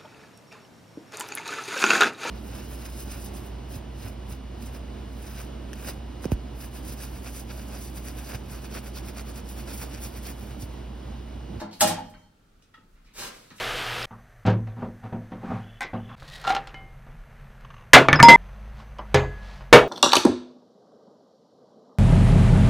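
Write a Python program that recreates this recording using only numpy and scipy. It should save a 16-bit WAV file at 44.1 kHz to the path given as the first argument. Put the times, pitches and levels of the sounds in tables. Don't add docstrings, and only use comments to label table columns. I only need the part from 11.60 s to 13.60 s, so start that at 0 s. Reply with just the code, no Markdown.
import sys
import numpy as np
from scipy import signal
from scipy.fft import rfft, irfft
from scipy.io import wavfile
from scipy.ndimage import uniform_filter1d

SR = 44100
rng = np.random.default_rng(int(sys.argv[2]) if len(sys.argv) > 2 else 0)


def digitize_waveform(pressure):
    field = np.atleast_2d(pressure).T
    bounded = np.clip(field, -1, 1)
    quanta = np.round(bounded * 32767).astype(np.int16)
    wavfile.write(sys.argv[1], SR, quanta)


def volts_from_db(level):
    exponent = np.asarray(level, float) / 20
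    return 10 ** exponent


N = 88200


def unit(x):
    return x / np.sqrt(np.mean(x ** 2))


def colour(x, table):
    hz, db = np.array(table, float).T
    f = np.maximum(np.fft.rfftfreq(x.shape[-1], 1 / SR), 1)
    gain = volts_from_db(np.interp(np.log(f), np.log(hz), db))
    return irfft(rfft(x) * gain, x.shape[-1])


def pair(mid, side, table):
    side = colour(side, table)
    return np.array([mid + side, mid - side])


def walk(rate_hz):
    k = int(SR / rate_hz)
    steps = np.repeat(rng.standard_normal(N // k + 1), k)
    return unit(uniform_filter1d(uniform_filter1d(steps, k), k)[:N])


def ring(times, dbs, modes, rise_s, echo_db, echo_t60_s, waver_hz):
    t = np.arange(SR) / SR
    ports = np.array([[.5j], [-.5j]])
    push = np.zeros((1, N))
    push[0, (np.array(times) * SR).astype(int)] = volts_from_db(np.array(dbs))

    def fade(t60_s):
        return np.exp(-np.log(1000) * t / t60_s)

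    body = 0
    for hz, db, t60_s, lead in modes:
        a, b, c = (walk(waver_hz)[:SR] for _ in range(3))
        echo = volts_from_db(echo_db) * fade(echo_t60_s) * (a + 1j * b) * np.exp(lead * c * ports)
        waver = 0.9 * min(hz / 700, 1) * (c - c[0])
        direct = fade(t60_s) * np.exp(lead * ports + 1j * waver)
        body = body + volts_from_db(db) * np.imag((direct + echo) * np.exp(2j * np.pi * hz * t))
    swell = 1 - np.exp(-t / rise_s)
    return signal.fftconvolve(push, body * swell, axes=1)[:, :N]


def grains(rate_per_s, spread_db):
    hit, size, sign = rng.random((3, N))
    level = volts_from_db(-spread_db * np.log(size + 1e-9))
    return unit((hit < rate_per_s / SR) * level * (sign - .5))


def bursts(times, dbs, lengths, lead_in_db):
    t = np.arange(N) / SR
    level = 0
    for s, db, length in zip(times, dbs, lengths):
        lead_in = volts_from_db(lead_in_db) * np.exp(np.minimum(t - s, 0) / 0.0042)
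        level = level + volts_from_db(db) * np.where(t >= s, np.exp(-((t - s) / length) ** 2), lead_in)
    return level


# pitch_hz, level_db (per Hz)
AIR_COLOUR = [(12, -24.5), (20, 0.5), (210, -5), (459, -14.5), (1000, -25), (1330, -17), (1900, -25.5),
              (3840, -28), (16000, -41)]
# pitch_hz, side_minus_mid_db
AIR_SIDE = [(60, -26.5), (110, -19), (200, -8), (380, -13), (700, 4.5), (1290, -1.5), (2380, -2),
            (4400, -2), (8120, -2), (15000, 1.5)]
# start_s, level_db
GRIP = [(0.0, -37.5), (0.158, -78), (0.19, -49.5), (0.27, -52), (0.45, -54), (0.47, -47.5), (0.779, -61.5),
        (1.15, -58), (1.19, -71.5), (1.22, -61), (1.35, -45), (1.37, -55.5), (1.68, -47), (1.72, -59),
        (1.75, -53), (2.0, -66)]


def room_and_grip():
    air = unit(pair(*colour(rng.standard_normal((2, N)), AIR_COLOUR), AIR_SIDE))
    rumble = unit(colour(rng.standard_normal(N), [(12, -16.0), (33, 15.5), (60, -8), (120, -45.5)]))
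    air = air * volts_from_db(-62.5 + 0.53 * walk(6))
    s, db = np.array(GRIP).T
    hold_db = np.interp(np.arange(N) / SR, s, db)
    return air + rumble * volts_from_db(hold_db - 5.5 + 1.2 * walk(6.5))


# start_s, level_db
BAG_EFFORT = [
    (1.522, -93),
    (1.539, -49.5),
    (1.565, -41.5),
    (1.593, -31),
    (1.626, -35.5),
    (1.678, -36.5),
    (1.698, -54.5),
    (1.749, -46),
    (1.868, -57.5),
]
# pitch_hz, level_db (per Hz)
BAG_COLOUR = [(100, -6), (250, -3.5), (500, -1), (850, -8.5), (1300, -4), (3000, -5), (8000, -5),
              (16000, -17.5)]


def bag():
    s, db = np.array(BAG_EFFORT).T
    effort = volts_from_db(np.interp(np.arange(N) / SR, s, db, left=-120) - 6.5 + 0.92 * walk(40))
    crinkles = grains(rate_per_s=9000, spread_db=1.6)
    return unit(colour(crinkles, BAG_COLOUR)) * effort


# start_s, level_db, length_s, pitch_hz (centre)
SCRAPES = [(.001, -37, 0.012, 1000), (.002, -42, 0.014, 4800), (.016, -34.5, .012, 684),
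           (0.111, -52.5, 0.02, 4200), (.128, -46.5, 0.016, 4400), (.152, -63, 0.03, 4000),
           (0.132, -59.5, 0.078, 9617), (0.495, -60, 0.021, 9202), (0.539, -49, 0.0064, 1695),
           (0.567, -70, 0.099, 5970), (1.035, -78, .012, 2200), (1.023, -61, 0.0065, 2900),
           (1.023, -61, 0.008, 6000), (1.14, -54.5, 0.011, 2750), (1.141, -69.5, 0.012, 6200),
           (1.356, -67.5, 0.052, 1957), (1.446, -66.5, 0.04, 5180), (1.46, -63.5, 0.065, 2335),
           (1.621, -35, 0.008, 1180), (1.904, -46.5, 0.0019, 4300), (1.909, -57, 0.02, 166),
           (1.907, -47.5, 0.015, 1700), (1.982, -47.5, 0.0093, 2860), (1.993, -47.5, 0.02, 2000),
           (1.96, -56, 0.057, 7700), (.43, -61, 0.08, 5340)]


def scrapes():
    out = 0
    for s, db, length_s, hz in SCRAPES:
        slope = [(hz / 64, -6 * 8), (hz, 0), (hz * 64, -6 * 13)]
        rub = unit(colour(rng.standard_normal(N), slope))
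        out = out + rub * bursts([s], [db - 2.5], [length_s], lead_in_db=-28.5)
    return out


# start_s, pitch_hz, level_db, t60_s
CLINKS = [(0.206, 1850, -23.5, 0.045), (0.213, 1327, -23.5, 0.067), (.296, 857, -25, 0.18),
          (.303, 1054, -31, 0.088), (.285, 602, -41, 0.091), (.383, 880, -28, 0.11),
          (.548, 4300, -61.5, 0.1), (.63, 4300, -69.5, .4), (1.022, 2900, -62, .04),
          (1.138, 1925, -53, 0.057), (1.141, 3380, -50, .04), (1.905, 4400, -53.5, 0.042),
          (1.906, 2240, -52, 0.036), (1.91, 1700, -56, 0.099), (1.91, 161, -51.5, 0.24)]


def clinks():
    out = 0
    for s, hz, db, t60_s in CLINKS:
        out = out + ring([s], [db], [(hz, 0, t60_s, .7)], 0.00094, echo_db=-16, echo_t60_s=0.1, waver_hz=100)
    return out


# start_s, ring_db, thump_db
TICKS = [
    (1.142, -53.5, -95),
    (1.174, -63, -65.5),
    (1.211, -72, -81),
    (1.339, -77.5, -83),
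    (1.444, -72, -78.5),
    (1.906, -63, -60.5),
]
# pitch_hz, level_db, t60_s, left_lead_rad
PLASTIC = [(880, -9.5, 0.58, 1), (1283, 2, 0.31, 0.72), (1490, -16.5, 0.1, .5), (1770, -3.5, 0.13, 0.37),
           (1884, 5, 0.064, 0.57), (2000, -9, 0.14, .7), (2568.5, -11, 0.065, 0.78),
           (2680, -27, 0.054, 0.84), (3343, 1.5, 0.016, 0.9), (4200, -21.5, .03, 0.82),
           (6560, -22, .04, .8)]
# pitch_hz, level_db, t60_s, left_lead_rad
WALL = [(99.2, -5, 0.68, .05), (132.5, -11.5, 0.087, .1), (170.9, -6.5, 0.83, .15),
        (185.2, -1.5, 0.19, .15), (210.8, 7, 0.4, 0.18), (261.6, 2, 0.2, 0.5), (278.26, -4, .25, 0.31),
        (326.3, -2, 0.3, 0.83), (420.3, -11.5, 0.12, 0.84), (507, -5.5, 0.22, 1)]


def hangers():
    s, ring_db, thump_db = np.array(TICKS).T
    shoulder = ring(s, ring_db, PLASTIC, 0.001, echo_db=-9.5, echo_t60_s=0.21, waver_hz=160.5)
    thump = ring(s, thump_db, WALL, 0.0023, echo_db=1.5, echo_t60_s=0.13, waver_hz=79)
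    return shoulder + thump


# pitch_hz, level_db, t60_s, left_lead_rad
NEIGHBOUR = [(4330, -62, 0.0947, 1.266), (3042.5, -63.5, 0.29, 3.2), (1545, -56, .06, 0.55),
             (1870, -57, 0.056, 0.77), (4300, -80, 0.97, 1.357)]


def neighbour_hook():
    return ring([.546], [0], NEIGHBOUR, 0.0011, echo_db=-17, echo_t60_s=0.75, waver_hz=57)


# pitch_hz, level_db, t60_s, left_lead_rad
KNOCK = [(272, -34, .14, 0.33), (327, -28.5, 0.083, 0.74), (496, -43.5, .2, .9), (605, -34, .2, 1.1),
         (855, -30.5, 0.15, 1.1), (1064, -44.5, 0.12, .8), (1427, -50.5, .3, .7), (1700, -43.5, 0.096, .6)]


def knock():
    return ring([.014], [0], KNOCK, 0.0024, echo_db=-17, echo_t60_s=.5, waver_hz=45)


# start_s, chatter_db, chatter_length_s, rail_ring_db, wall_thump_db
HOOK = [
    (.013, -52, 0.004, -50, -41),
    (.208, -12.5, 0.016, -15, -32.5),
    (.224, -33.5, 0.0074, -24, -32),
    (.236, -26.5, 0.012, -30, -37),
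    (.273, -22.5, 0.011, -35, -39.5),
    (.285, -30, 0.014, -40.5, -44),
    (0.296, -40, 0.014, -30, -42),
    (.322, -37.5, 0.012, -57, -47),
    (.385, -53.5, 0.02, -41, -50),
]
# pitch_hz, level_db (per Hz)
CHATTER_COLOUR = [(300, -12), (900, -8.5), (1900, -7), (2300, -9), (4000, -6), (6000, -5), (9000, -1.5),
                  (16000, -17)]


def hook_chatter():
    s, db, length_s, _, _ = np.array(HOOK).T
    clicks = grains(rate_per_s=12000, spread_db=1.6)
    return unit(colour(clicks, CHATTER_COLOUR)) * bursts(s, db - 2.5, length_s, lead_in_db=-10)


def wall_ring():
    s, _, _, _, wall_db = np.array(HOOK).T
    return ring(s + 0.0069, wall_db, WALL, 0.0082, echo_db=-12.0, echo_t60_s=0.71, waver_hz=40)


# pitch_hz, level_db, t60_s, left_lead_rad
WIRE = [(3145, -10, 1, .8), (3227, 0.5, 0.35, 1.4), (3978, -2.5, 0.17, 0.84), (5540, -14, .55, 0.54),
        (6760, -10, 0.22, 1.2), (7720, 4.5, 0.2, 1.2), (9000, -3.5, .13, 1.4), (11200, -5, 0.11, 1.3),
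        (11800, -4.5, .12, 1.1)]


def wire_ring():
    s, db, _, _, _ = np.array(HOOK).T
    return ring(s, db - 22.5, WIRE, .003, echo_db=-29, echo_t60_s=0.51, waver_hz=45)


# pitch_hz, level_db, t60_s, left_lead_rad
RAIL = [(575, -9, 0.42, 3.7), (616.5, 2.5, .22, 1.1), (737, -2, 0.18, 1.2), (785, -4, 0.22, 1.8),
        (834.6, 9, 0.1, 0.82), (913, 0, 0.086, 1.1), (1075, -16, 0.2, .8), (1329.3, -9.5, 0.12, 0.64),
        (1800, -11, 0.05, 0.55), (1874, -15.5, 0.25, 0.55), (2464, -16, 0.3, 0.55),
        (2870, -15.5, 0.3, 0.43)]


def rail_ring():
    s, _, _, rail_db, _ = np.array(HOOK).T
    return ring(s + .005, rail_db, RAIL, .011, echo_db=-26, echo_t60_s=0.74, waver_hz=45)


# pitch_hz, t60_s
CLOSET_T60 = [(200, 0.76), (1000, 0.49462), (3000, 0.39), (8000, 0.18), (14000, 0.14)]
# pitch_hz, side_minus_mid_db
CLOSET_SIDE = [(60, -34.5), (110, -26), (200, -16.5), (380, -10), (700, 6.5), (1290, -5.5), (2380, -4),
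               (4400, 0), (8120, -4.5), (15000, 5.5)]


def closet(x):
    t = np.arange(SR) / SR
    hz, t60_s = np.array(CLOSET_T60).T
    tail = 0
    for f in 125 * 2 ** np.arange(0, 7.1, .5):
        sos = signal.butter(2, [f / 2 ** 0.21, f * 2 ** .25], "band", fs=SR, output="sos")
        fade = np.exp(-np.log(1000) * t / np.interp(np.log(f), np.log(hz), t60_s))
        tail = tail + signal.sosfilt(sos, rng.standard_normal((2, SR))) * fade
    tail = tail * (1 - np.exp(-t / 0.0016))
    tail = pair(*tail, CLOSET_SIDE) * volts_from_db(-2) / np.sqrt(np.sum(tail[0] ** 2))
    turn = np.exp(-1j * np.pi * np.fft.rfftfreq(N, 1 / SR) * 7e-5 * np.array([[1], [-1]]))
    direct = irfft(rfft(x) * turn, N)
    return direct + signal.fftconvolve(x[None], tail, axes=1)[:, :N]


def scene():
    chatter = hook_chatter()
    hook_rings = rail_ring() + wire_ring() + wall_ring() + neighbour_hook()
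    contacts = closet(chatter + scrapes() + bag())
    return contacts + hook_rings + hangers() + room_and_grip() + knock() + clinks()


def top_cut(x):
    return signal.sosfilt(signal.butter(12, 15870, fs=SR, output="sos"), x)


def record(dry):
    cut = signal.sosfilt(signal.ellip(8, .2, 70, 15870, fs=SR, output="sos"), dry)
    return top_cut(cut)


dry = scene()
out = record(dry)
digitize_waveform(out)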